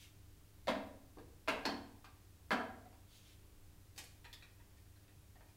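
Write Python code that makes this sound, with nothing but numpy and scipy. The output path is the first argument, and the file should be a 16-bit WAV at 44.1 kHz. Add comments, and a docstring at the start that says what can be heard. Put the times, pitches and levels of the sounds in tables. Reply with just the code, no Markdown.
"""A lawnmower is set down on a table in a hard-walled workshop, over rumble, mains hum and microphone hiss.
A shoe scuff is under way at the start; then heavy blows make the plastic housing knock and the room boom.
Knocks and rebounds fall with and between them, two more scuffs follow, a sole slaps the floor and the loose
handle tube rattles to the end, with a few last knocks. Noise and dying sines make the sounds; all but the
booms and the air pass through a room of noisy reflections."""
import sys
import numpy as np
from scipy import signal
from scipy.fft import rfft, irfft
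from scipy.io import wavfile
from scipy.ndimage import uniform_filter1d

SR = 44100
rng = np.random.default_rng(int(sys.argv[2]) if len(sys.argv) > 2 else 0)


def wav_record(signal):
    """Record a signal, one row per channel, as 16-bit PCM in the file named by sys.argv[1]."""
    frames = np.transpose(np.atleast_2d(signal))
    bounded = np.clip(frames, -1, 1)
    # unit amplitude maps onto the largest positive 16-bit level
    quanta = np.round(bounded * 32767).astype(np.int16)
    wavfile.write(sys.argv[1], SR, quanta)


def volts_from_decibels(level):
    """Turn decibel levels (scalar or array-like) into linear amplitude factors."""
    exponent = np.asarray(level, float) / 20
    return 10 ** exponent


N = 245195  # length in samples
TAIL = 52000  # length of the room's answer in samples
SHORT_TIME = np.arange(TAIL // 4) / SR  # seconds, for sounds before the room answers


def evened(x):
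    """Scales to rms 1."""
    return x / np.sqrt(np.mean(x ** 2) + 1e-20)


def read(points, hz):
    """Joins (Hz, value) points on a log-frequency axis."""
    f, value = np.transpose(points)
    return np.interp(np.log(hz + 1), np.log(f + 1), value)


def add(mix, s, sound):
    """Mixes a sound in at s seconds."""
    part = mix[round(s * SR):][:len(sound)]
    part += sound[:len(part)]


def coloured(x, points):
    """Filters x by a (Hz, dB) spectrum."""
    gain = volts_from_decibels(read(points, np.fft.rfftfreq(len(x), 1 / SR)))
    return irfft(rfft(x) * gain, len(x))


def resonate(x, hz, width_hz):
    """Shifts the curve hz down to zero, smooths, and shifts back: a resonance of gain 1."""
    turn = np.exp(2j * np.pi * np.cumsum(hz * np.ones(len(x))) / SR)
    r = np.exp(-np.pi * width_hz / SR)
    return 2 * (turn * signal.lfilter([1 - r], [1, -r], x / turn)).real


def ring(hz, db, t60):
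    """Adds up sines of random sign, each dying by 60 dB in t60 seconds."""
    sign = rng.choice([-1., 1.], hz.shape)
    level = volts_from_decibels(db - 60 * SHORT_TIME / t60)
    return (sign * level * np.sin(2 * np.pi * hz * SHORT_TIME)).sum(0)


def burst(points, rise, fall):
    """A short spray of coloured noise; rise and fall are time constants in seconds."""
    noise = evened(coloured(rng.standard_normal(len(SHORT_TIME)), points))
    return noise * (1 - np.exp(-SHORT_TIME / rise)) * np.exp(-SHORT_TIME / fall)


def struck(x, tilt_db, spots_hz, lift_db, spot_octaves):
    """Tilts the sound brighter or duller with the blow's hardness and lifts the parts nearest the blow."""
    hz = np.clip(np.fft.rfftfreq(len(x), 1 / SR), 300, 8000)
    db = tilt_db * np.log2(hz / 1000)
    for f in spots_hz:
        db = db + lift_db * np.exp(-(np.log2(hz / f) / spot_octaves) ** 2)
    folded = irfft(db * np.log(10) / 20, len(x))  # minimum phase: nothing sounds before the blow
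    folded[1:len(x) // 2] *= 2
    folded[len(x) // 2 + 1:] = 0
    return irfft(rfft(x) * np.exp(rfft(folded)), len(x))


def peaked(x, peak_db):
    """Sets the loudest 10 ms to the level of a sine with this peak."""
    return x * volts_from_decibels(peak_db) / np.sqrt(2 * uniform_filter1d(x ** 2, size=441).max())


# How each band of the room's sound builds up and dies: (pitch_hz, t60_s = time to die by 60 dB, buildup_s)
ROOM_BANDS = [(151, 0.32, 0.06), (280, 0.86, 0.0063), (600, 0.62, 0.0077), (1180, 0.55, 0.0038),
              (2400, 0.51, 0.0067), (4800, 0.44, 0.0045), (9000, 0.48, 0.0013), (14800, 0.37, 0.0015)]


def workshop(x, direct_db=-5.0, near_gain=2.53):
    """Direct sound, strong near reflections and a tail dying band by band, in a new random pattern each call."""
    taps = np.zeros(TAIL)
    at = np.arange(40, TAIL - 20, 20) + rng.integers(0, 20, (TAIL - 41) // 20)  # one reflection per 20 samples
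    taps[at] = rng.choice([-1., 1.], len(at))
    hz, t60, rise = np.transpose(ROOM_BANDS)[:, :, None]
    bins_hz = np.fft.rfftfreq(TAIL, 1 / SR)
    shares = [read(np.c_[hz, row], bins_hz) for row in np.eye(len(ROOM_BANDS))]  # overlapping bands
    bands = irfft(rfft(taps) * shares, TAIL)
    t = np.arange(TAIL) / SR
    near = 1 + near_gain * np.exp(-t / 0.012)  # table, cabinets and the close wall
    tail = near * (bands * volts_from_decibels(-60 * t / t60) * (1 - np.exp(-t / rise))).sum(0)
    tail /= np.linalg.norm(tail)
    tail[0] = volts_from_decibels(direct_db)
    return signal.fftconvolve(x, tail)


# Spectrum of the steady hiss and rumble noise, before the drift below 130 Hz:
# (pitch_hz, level_db per Hz, relative)
AIR_SPECTRUM = [(8, -35), (14, 6.5), (42, -7.5), (90, 1), (112, -13.5), (150, -9), (200, -28), (300, -18.5),
                (420, -25.5), (570, -26.5), (1000, -29), (2000, -31), (6000, -33), (16000, -34)]
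# Low rumble resonances: (pitch_hz, width_hz, level_db before the shift and drift below 130 Hz)
RUMBLE_RESONANCES = [(45.8, 11, -66.5), (73.2, 4.3, -67)]
# Mains hum and its overtones: (pitch_hz, level_db rms)
HUM_TONES = [(100, -67.5), (200, -81), (300, -78.5), (400, -84)]


def air():
    """Coloured noise for hiss, resonant noise for low rumble with slight random level drift, sines for hum."""
    t = np.arange(N) / SR
    bed = volts_from_decibels(-61.5) * evened(coloured(rng.standard_normal(N), AIR_SPECTRUM))
    for hz, width_hz, db in RUMBLE_RESONANCES:
        bed += volts_from_decibels(db) * evened(resonate(rng.standard_normal(N), hz, width_hz))

    low = signal.sosfiltfilt(signal.butter(2, 130, fs=SR, output="sos"), bed)
    drift = np.zeros(N)
    for f in np.geomspace(0.3, 2.5, num=12):  # rates in Hz, random phases
        drift += np.sin(2 * np.pi * (f * t + rng.random())) / np.sqrt(f)
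    shift_db, depth_db = -3.5, -0.5
    bed += low * (volts_from_decibels(shift_db + depth_db * evened(drift)) - 1)

    for hz, db in HUM_TONES:
        waver = 1 + 0.054 * evened(uniform_filter1d(rng.standard_normal(N), size=8000))
        bed += volts_from_decibels(db) * np.sqrt(2) * waver * np.sin(2 * np.pi * (hz * t + rng.random()))
    return bed


# Shoe strokes sliding on a hard surface; a start below zero is already under way:
# (start_s, length_s, top_db before the room, start_hz)
SCUFF_STROKES = [(-.07, 0.17, -63.5, 2880), (3.073, 0.17, -68, 3320), (3.199, .17, -69, 2970)]


def scuff(start, length, top_db, start_hz):
    """Friction noise through a wide, falling resonance and a higher one; each stroke swells and fades."""
    t = np.arange(max(-start, 0), length, 1 / SR)
    ends_db, sag_hz_per_s = -15, 3000
    level_db = top_db + ends_db * (2 * t / length - 1) ** 2
    hz = start_hz - sag_hz_per_s * t
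    grit = np.diff(rng.standard_normal(len(t) + 1))
    main = resonate(resonate(grit, hz, 2400), hz, 2400)
    overtone = volts_from_decibels(-19.0) * resonate(grit, 1.9 * hz, 1400)
    return max(start, 0), workshop(volts_from_decibels(level_db) * evened(main + overtone), direct_db=-0.53)


# Heavy blows on the housing, with hardness as tilt and the two nearest panels:
# (start_s, peak_db before each contact's own level, settle_s, tilt_db per octave, panel_hz, next_hz)
HEAVY_BLOWS = [(0.672, -30, .03, 1.25, 514, 628), (1.476, -30.5, .02, 2, 606, 2600),
               (1.651, -38, .009, 0.5, 870, 1580), (2.507, -30, .025, 0.53, 1350, 1660)]
# A blow lands as touch, impact and chatter: (share of the settling time, level_db added to the blow's)
BLOW_CONTACTS = [(0, -7.5), (0.302, 1.5), (.5, -4.5), (1, -7.5)]


def blow(peak_db, settle, *colour):
    """A heavy blow is several contacts in quick succession."""
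    out = np.zeros(2 * TAIL)
    for share, db in BLOW_CONTACTS:
        add(out, share * settle, knock(peak_db + db, *colour, lift_db=6))
    return out


# Booms set off by the weight of a blow: (start_s, peak_db, favoured_hz)
BOOM_STARTS = [(0.676, -35.5, 257), (0.75, -40.5, 268), (1.2, -60, 345), (1.48, -43, 278),
               (1.652, -37.5, 297), (1.72, -45, 260), (2.512, -33.5, 250.6), (3.975, -70, 345)]
# Low room modes: (pitch_hz, level_db before the favoured ones are lifted, t60_s = time to die by 60 dB)
BOOM_MODES = [(164.2, -7.5, 0.55), (202, -1, 0.64), (214.4, -7, 1), (239.6, -1.5, 0.71), (261.3, -9, 0.93),
              (281.6, -4, 0.78), (311.6, -12.5, 1), (345, -6, 0.75), (395, -5, 0.47)]


def thump(peak_db, centre_hz):
    """Low modes start together with alternate signs, beat, sag after the first swell and die."""
    hz, db, t60 = np.transpose(BOOM_MODES)[:, :, None]
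    db = db + 9.5 * np.exp(-(np.log2(hz / centre_hz) / 0.21) ** 2)  # lifts modes near the favoured pitch
    t = np.arange(TAIL) / SR
    sign = (-1) ** np.arange(len(hz))[:, None]
    phase = 0.22 * rng.standard_normal(hz.shape)  # in cycles
    boom = (sign * volts_from_decibels(db - 60 * t / t60) * np.sin(2 * np.pi * (hz * t + phase))).sum(0)
    rise = (1 - np.exp(-t / 0.0096)) ** 2
    first_swell = 1 + 3.3 * np.exp(-t / 0.024)
    return peaked(boom * rise * first_swell, peak_db)


# Lighter knocks, rebounds and extra contacts within blows, one contact per row, with the two nearest panels:
# (start_s, peak_db, tilt_db per octave, panel_hz, next_hz)
KNOCK_CONTACTS = [(0.751, -46.5, -1.8, 540, 1410), (1.171, -49.5, -10, 474, 1100),
                  (1.185, -56.5, 1.5, 526, 400), (1.54, -40.5, -12, 630, 2600),
                  (1.654, -33.5, 4, 4300, 5460), (1.689, -36.5, -1, 682, 3270), (2.044, -52, 4, 1180, 1530),
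                  (2.048, -58, 4, 2600, 5130), (2.507, -32, 0.5, 967, 2140), (2.6, -40, -4.5, 685, 1620),
                  (2.856, -56, -1, 726, 570), (2.872, -64, -4, 930, 560), (2.928, -63, 2.5, 695, 980),
                  (3.438, -65.5, -7, 345, 1000), (5.356, -63, 1, 730, 1800), (5.408, -60, 0, 940, 1940),
                  (5.447, -75, -3, 910, 600)]
# Ringing panels of the plastic housing, before tilt and lift: (pitch_hz, level_db)
HOUSING_PANELS = [(450, -1.5), (630, 0.5), (750, 1), (860, -10.5), (990, 2.5), (1170, -6), (1330, -3),
                  (1620, 4), (1870, -9), (2120, 2.5), (2600, -18), (3300, -3.5), (3950, -4.5), (4400, 1.5),
                  (4790, -13), (5800, -15), (6800, -54), (7700, -43)]
# Steel parts that ring longer, before tilt and lift: (pitch_hz, level_db, t60_s = time to die by 60 dB)
STEEL_PARTS = [(622, -29.5, 0.87), (766, -15, 0.56), (870, -27.5, 0.59), (1140, -18.5, 0.094),
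               (1620, -17, 0.18), (1830, -25, 0.47), (2600, -37, 0.066), (4400, -20.5, 0.051)]
# Small parts too dense to tell apart: (pitch_hz, level_db per Hz, relative)
SMALL_PARTS = [(150, -8.5), (300, -8.5), (700, 2), (1500, -8), (2500, -10), (3200, -14.5), (4500, -23),
               (6000, -28.5), (9000, -35.5), (16000, -43)]


def knock(peak_db, tilt_db, panel_hz, next_hz, lift_db=9):
    """Plastic panels ring briefly and steel parts longer, amid a noisy clatter of small parts."""
    hz, db = np.transpose(HOUSING_PANELS)[:, :, None]
    panels = ring(hz, db, 22 / hz)  # plastic dies by 60 dB in 22 cycles
    steel = ring(*np.transpose(STEEL_PARTS)[:, :, None])
    clatter = volts_from_decibels(8.5) * burst(SMALL_PARTS, rise=0.00038, fall=0.0046)
    hit = struck(panels + steel + clatter, tilt_db, (panel_hz, next_hz), lift_db, spot_octaves=0.15)
    return peaked(workshop(hit), peak_db)


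# A sole meets the floor: (start_s, peak_db, contact_s = time constant of the fading puff)
SOLE_SLAPS = [(3.961, -60, 0.0068), (3.977, -45.5, 0.0099), (4.04, -55.5, 0.0013)]
# Spectrum of the puff: (pitch_hz, level_db per Hz, relative)
SOLE_SPECTRUM = [(150, -40), (250, -10), (347, -4), (405, -32), (482, 5), (563, -12), (823, -2.5),
                 (1290, -17), (1700, -6.5), (4710, -5), (15500, -20.5)]


def slap(peak_db, contact):
    """A flat contact: a noise burst for a puff of squeezed air, with no ring."""
    return peaked(workshop(burst(SOLE_SPECTRUM, 0.15 * contact, contact)), peak_db)


# The handle tube ticks against its mount, favouring two modes:
# (start_s, peak_db, tilt_db per octave, mode_hz, next_hz)
TUBE_TICKS = [(4.244, -56, -0.5, 1820, 2500), (4.251, -54.5, -2.5, 4150, 970), (4.329, -49, 4, 3390, 4930),
              (4.411, -64, -1, 1910, 1900), (4.424, -55, -0.5, 2500, 4150), (4.6, -65.5, -4, 1770, 960),
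              (4.771, -69, 5, 2410, 1850), (4.959, -71, 2, 1600, 4000), (5.08, -68, -2, 1950, 2480),
              (5.489, -70.5, 1.5, 2440, 5000)]
# Ringing modes of the tube, before tilt and lift: (pitch_hz, level_db)
TUBE_MODES = [(520, -16), (947, -13), (1850, 0.5), (2510, 0), (3440, -2), (3740, 0), (4090, -2.5),
              (4930, -13), (5600, -29), (7200, -17), (8600, -25)]


def rattle(peak_db, tilt_db, mode_hz, next_hz):
    """A tick of noise and the short ring of the hand-damped tube."""
    hz, db = np.transpose(TUBE_MODES)[:, :, None]
    tube = ring(hz, db, 42 / hz)  # the tube dies by 60 dB in 42 cycles
    tick_spectrum = [(500, -12), (2000, -5.0), (5000, -17.5), (16000, -29)]  # (Hz, dB per Hz)
    tick = volts_from_decibels(4.0) * burst(tick_spectrum, rise=0.00027, fall=0.0039)
    hit = struck(tube + tick, tilt_db, (mode_hz, next_hz), lift_db=9.5, spot_octaves=0.13)
    return peaked(workshop(hit, direct_db=-7.0, near_gain=3.5), peak_db)


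def scene():
    """Lays the scuffs, blows, booms, knocks, slaps and rattles over the room air."""
    mix = air()
    for row in SCUFF_STROKES:
        add(mix, *scuff(*row))
    sources = ((HEAVY_BLOWS, blow), (BOOM_STARTS, thump), (KNOCK_CONTACTS, knock),
               (SOLE_SLAPS, slap), (TUBE_TICKS, rattle))
    for table, source in sources:
        for start_s, *how in table:
            add(mix, start_s, source(*how))
    return mix[None]


def band_limit(x):
    """A steep low-pass at the top of the band."""
    return signal.sosfilt(signal.butter(12, 16380, fs=SR, output="sos"), x)


def record(dry):
    """Cuts the treble above 15850 Hz with a steep filter to finish the mix."""
    low_pass = signal.firwin(255, 15850, fs=SR)
    finished = signal.oaconvolve(dry, low_pass[None], "same")
    return band_limit(finished)


dry = scene()
out = record(dry)
wav_record(out)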